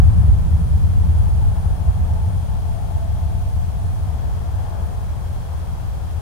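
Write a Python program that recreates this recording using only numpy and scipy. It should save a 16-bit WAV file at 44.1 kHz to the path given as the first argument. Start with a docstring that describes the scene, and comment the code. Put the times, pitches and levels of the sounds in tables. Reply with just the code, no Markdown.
"""Far rocket at night

A rocket climbs away, and its low, throbbing roar slowly fades; the air has soaked up its high notes.
Distant traffic washes in and out, with singing tyres, a faint machine hum and a faint high ringing.
Two microphones stand metres apart: the roar reaches the left first, and each adds hiss and a thin whine."""
import sys
import numpy as np
from scipy.fft import rfft, irfft, next_fast_len
from scipy.io import wavfile
from scipy.ndimage import uniform_filter1d

SR = 44100
rng = np.random.default_rng(int(sys.argv[2]) if len(sys.argv) > 2 else 0)


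def store_pcm(level_fs):
    """Save levels as 16-bit WAV."""
    pcm = np.round(np.clip(level_fs, -1, 1) * 32767).astype(np.int16)
    wavfile.write(sys.argv[1], SR, np.atleast_2d(pcm).T)


N = 273861


def seconds():
    """The time of every sample."""
    return np.arange(N) / SR


def from_db(db):
    """Turn decibels into a number to multiply the sound by."""
    return 10 ** (np.asarray(db) / 20)


def rms_one(x):
    """Scale each channel to an average strength (rms) of 1."""
    return x / np.sqrt(np.mean(x ** 2, axis=-1, keepdims=True) + 1e-20)


def bell(peak_s, half_s):
    """A smooth bump of height 1, down to about a third at half_s either side of its peak."""
    return np.exp(-((seconds() - peak_s) / half_s) ** 2)


def at_hz(rows, hz):
    """Read a table at any frequency, joining its rows by straight lines on a pitch scale."""
    points, *columns = np.transpose(rows)
    return np.array([np.interp(np.log(np.maximum(hz, 1)), np.log(points), c) for c in columns])


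def filtered(x, response):
    """Turn each frequency f of a sound up or down by response(f)."""
    size = next_fast_len(N + SR // 2, real=True)
    return irfft(rfft(x, size) * response(np.fft.rfftfreq(size, 1 / SR)), size)[..., :N]


def white():
    """Separate white noise for left and right, with spare length for filtering."""
    return rng.standard_normal((2, next_fast_len(N + SR // 2, real=True)))


def coloured_noise(colour):
    """Separate noise for left and right, its tone shaped by a table; strength 1."""
    return rms_one(filtered(white(), lambda f: from_db(at_hz(colour, f))))


def narrow_noise(hz, width_hz):
    """Separate noise for left and right, ringing around one pitch; strength 1."""
    return rms_one(filtered(white(), lambda f: 1 / (1 + ((f - hz) / width_hz * 2) ** 2)))


def drift(rate_hz):
    """A slow random wander around zero; strength 1."""
    return rms_one(filtered(white()[0], lambda f: (f > 0) / (1 + (f / rate_hz) ** 4)))


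def split(x, hz):
    """The parts of a sound below and above a frequency."""
    low = filtered(x, lambda f: 1 / (1 + (f / hz) ** 20))
    return low, x - low


def steady(x, span_s):
    """Even out any swells slower than span_s; strength 1."""
    size = max(int(span_s * SR), 2)
    power = uniform_filter1d(uniform_filter1d(np.mean(x ** 2, axis=0), size), size)
    return rms_one(x / np.sqrt(np.maximum(power, 0) + 1e-9))


# tone of the hiss: (frequency [Hz], left relative level [dB], right relative level [dB])
HISS_COLOUR = [(200, -5, -5), (1920, -1, 1.5), (4000, -4, -1), (6000, -6.5, -2), (8900, -9.5, -3.5),
               (12000, -10, -5.5), (14000, -8.5, -8), (15600, -13, -8.5)]
# electronic whines: (pitch [Hz], left relative level [dB], right relative level [dB])
WHINE_TONES = [(9519, -95, -58.5), (15692, -81, -110)]
def electronics(start_db=3.0, fade_db_per_s=0.9, waver_db=1.4):
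    """The microphones' amplifiers hiss, and their thin whines waver and slowly weaken."""
    t = seconds()
    whines = 0
    for hz, left, right in WHINE_TONES:
        tone = np.sqrt(2) * np.sin(2 * np.pi * (hz * t + rng.random()))
        fuzz = from_db(-12) * narrow_noise(hz, width_hz=170)
        whines = whines + from_db([[left], [right]]) * (tone + fuzz)
    whine_db = start_db - fade_db_per_s * t + waver_db * drift(rate_hz=3.0)
    hiss = from_db([[-51], [-49.5]]) * coloured_noise(HISS_COLOUR)   # left, right
    return hiss + from_db(whine_db) * whines


def high_ringing(left_db=-60.5, right_db=-76):
    """A faint, steady, high ringing noise, mostly on the left."""
    return from_db([[left_db], [right_db]]) * narrow_noise(hz=3260, width_hz=230)


# machine tones: (pitch [Hz], left relative level [dB], right relative level [dB])
HUM_TONES = [(305, -57, -70), (448, -54.5, -63), (657, -52.5, -68), (872, -53, -70), (1545, -71, -85),
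             (1764, -65, -85)]
def machine_hum(lull_db=-5, swell_db=6):
    """A machine's wavering tones carry best for a few seconds."""
    tones = 0
    for hz, left, right in HUM_TONES:
        tone = steady(narrow_noise(hz, width_hz=5.3), span_s=0.42)
        tones = tones + from_db([[left], [right]]) * tone
    return from_db(lull_db + swell_db * bell(peak_s=2.4, half_s=2.0)) * tones


# tone of far tyres: (frequency [Hz], left relative level [dB], right relative level [dB])
TYRE_COLOUR = [(150, -6, -7), (343, -5.5, -1.5), (440, -2.5, -2), (524, -1.5, -5), (754, 1.5, -1.5),
               (870, -2.5, -1), (1073, -4.5, -8.5), (1230, -10, -7.5), (1530, -12.5, -14.5),
               (1650, -14.5, -11.5), (2050, -28.5, -19), (2970, -30, -22.5), (6000, -73, -37)]
# passing vehicles: (time when nearest [s], time to half power [s], left level [dB], right level [dB])
VEHICLE_PASSES = [(0.0, 0.34, -38.5, -41.5), (1.15, 0.34, -46.5, -45), (1.85, 0.5, -41, -46.5),
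                  (2.95, 0.43, -45.5, -64), (3.9, 0.16, -54, -49), (4.25, 0.12, -39, -49.5),
                  (4.77, 0.16, -37, -50.5), (5.55, 0.79, -40.5, -47.5)]
def traffic(roads_left_db=-42.5, roads_right_db=-48.5):
    """Tyre noise, dulled by distance: each vehicle swells and fades over the steady wash of far roads."""
    power = from_db([[roads_left_db], [roads_right_db]]) ** 2
    for nearest_s, half_s, left, right in VEHICLE_PASSES:
        distance_squared = 1 + ((seconds() - nearest_s) / half_s) ** 2   # 1 when nearest
        power = power + from_db([[left], [right]]) ** 2 / distance_squared
    return np.sqrt(power) * coloured_noise(TYRE_COLOUR)


# pitches in the tyres' low note: (pitch [Hz], width [Hz], relative level [dB])
LOW_NOTE_PITCHES = [(657, 21, -7), (712, 100, -1)]
# singing tyres: (time when loudest [s], half length [s], low note [dB], high note [dB],
# right minus left [dB])
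SINGING_PASSES = [(1.45, 0.44, -50, -44, -16), (2.1, 0.4, -42.5, -45.5, -27),
                  (2.163, 0.077, -55, -34.5, -19), (2.976, 0.82, -39.5, -43, -25),
                  (4.16, 0.4, -44, -55, -6), (4.745, 0.24, -43, -42, -8)]
def tyre_song():
    """Tyre treads sing two breathy notes as vehicles pass far off, mostly on the left."""
    low_power = high_power = 0
    for peak_s, half_s, low_db, high_db, right_db in SINGING_PASSES:
        swell = bell(peak_s, half_s) * from_db([[0], [right_db]])
        low_power = low_power + (from_db(low_db) * swell) ** 2
        high_power = high_power + (from_db(high_db) * swell) ** 2
    low_ring = sum(from_db(db) * narrow_noise(hz, width) for hz, width, db in LOW_NOTE_PITCHES)
    low_note = steady(low_ring, span_s=0.054)
    high_note = steady(narrow_noise(hz=858, width_hz=75), span_s=0.1)
    return np.sqrt(low_power) * low_note + np.sqrt(high_power) * high_note


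# tone of the roar: (frequency [Hz], left relative level [dB], right relative level [dB])
RUMBLE_COLOUR = [(8.1, -54, -29), (14.5, -8, -6), (21.34, -2, -4.5), (35, 6.5, 10), (52.2, -2.5, 2.5),
                 (74.3, 2.5, -7.5), (89.5, -0.5, -3.5), (97.3, 0, -10), (134, -8.5, -10.5), (166, -14, -20),
                 (231, -28, -31.5), (287, -32, -47), (500, -57, -51), (900, -78, -77)]
# how alike the roar is at the two microphones: (frequency [Hz], likeness [0 to 1])
RUMBLE_LIKENESS = [(20, 0.77), (55, 0.85), (100, 0.48), (150, 0.85), (220, 0.4), (300, 0.65)]
def rumble(lag_s=0.01038, turn_radians=0.94):
    """Low noise that reaches the right microphone later, partly scrambled and with its waves shifted."""
    noise = white()
    hz = np.fft.rfftfreq(noise.shape[1], 1 / SR)
    left, unrelated = rfft(noise)
    likeness = np.clip(at_hz(RUMBLE_LIKENESS, hz)[0], 0, 1)
    right = likeness * left + np.sqrt(1 - likeness ** 2) * unrelated
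    delay = np.exp(-1j * (2 * np.pi * hz * lag_s + turn_radians))
    spectrum = np.array([left, right * delay]) * from_db(at_hz(RUMBLE_COLOUR, hz))
    return rms_one(irfft(spectrum)[:, :N])


# booming notes in the roar's middle part: (pitch [Hz], width [Hz], level against that part [dB])
BOOM_NOTES = [(75.65, 7.7, -7.5), (84.2, 8.3, -15)]
# quick surges and dips of the middle part: (time [s], half length [s], level change [dB])
MIDDLE_SURGES = [(0.045, 0.02, 6), (0.315, 0.022, 6), (0.456, 0.046, -10), (0.529, 0.027, 10),
                 (0.594, 0.03, -10.5), (0.804, 0.016, -15), (1.2, 0.052, 5), (1.6, 0.033, -5),
                 (1.787, 0.023, -7), (1.894, 0.046, 4), (2.205, 0.069, 3), (2.69, 0.26, -3),
                 (3.296, 0.2, 1.5), (4.07, 0.06, 3.5), (4.544, 0.015, 10.5)]
# slow swells and dips around it: (time [s], half length [s], deep change [dB], upper change [dB])
SLOW_SWELLS = [(0.24, 0.15, -2, -0.5), (1.036, 0.13, 5, 2), (1.46, 0.25, 4, -1), (3.54, 0.22, 3.5, -0.5),
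               (4.057, 0.45, 2, 1)]
def rocket_roar(distance_doubled_s=1.58, throb_db=1.5, waver_db=0.5, leftward_db_per_s=0.74):
    """The rocket's churning exhaust surges and throbs, fading with distance and drifting to the left."""
    t = seconds()
    to_left = np.array([[1], [-1]])   # left up, right down
    deep, rest = split(rumble(), hz=54.6)
    middle, upper = split(rest, hz=108.4)
    # one wave of a boom lasts about the lag between the microphones, so both sides swing together
    booms = sum(from_db(db) * narrow_noise(hz, width)[0] for hz, width, db in BOOM_NOTES)
    middle = rms_one(middle) + booms

    surge_db = sum(db * bell(s, half) for s, half, db in MIDDLE_SURGES)
    throb = narrow_noise(hz=8.57, width_hz=5.0)[0]
    deep_swell_db, upper_swell_db = sum(np.outer(dbs, bell(s, half)) for s, half, *dbs in SLOW_SWELLS)
    # each part loses a set number of decibels whenever the distance grows tenfold
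    tenfolds = np.log10(1 + t / distance_doubled_s)
    deep_db = -18.5 - 15.5 * tenfolds + deep_swell_db
    middle_db = -12.5 - 21 * tenfolds + surge_db + throb_db * throb
    upper_db = -21 - 20 * tenfolds + upper_swell_db - waver_db * drift(rate_hz=2.7)

    deep = from_db(deep_db) * steady(deep, span_s=0.39)
    middle = from_db(middle_db) * steady(middle, span_s=0.14)
    upper = from_db(upper_db + 0.8 * to_left) * steady(upper, span_s=0.28)
    lean_left = from_db(leftward_db_per_s * t / 2 * to_left)
    return deep + (middle + upper) * lean_left


def scene():
    """Everything that the two microphones pick up."""
    return rocket_roar() + traffic() + tyre_song() + machine_hum() + high_ringing() + electronics()


def record(dry):
    """Round off the biggest peaks just under full scale, then cut away the very highest treble."""
    cutoff_hz = 15740
    rounded = dry / (1 + dry ** 10) ** (1 / 10)
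    return filtered(rounded, lambda f: 1 / (1 + (f / cutoff_hz) ** 600))


dry = scene()
out = record(dry)
store_pcm(out)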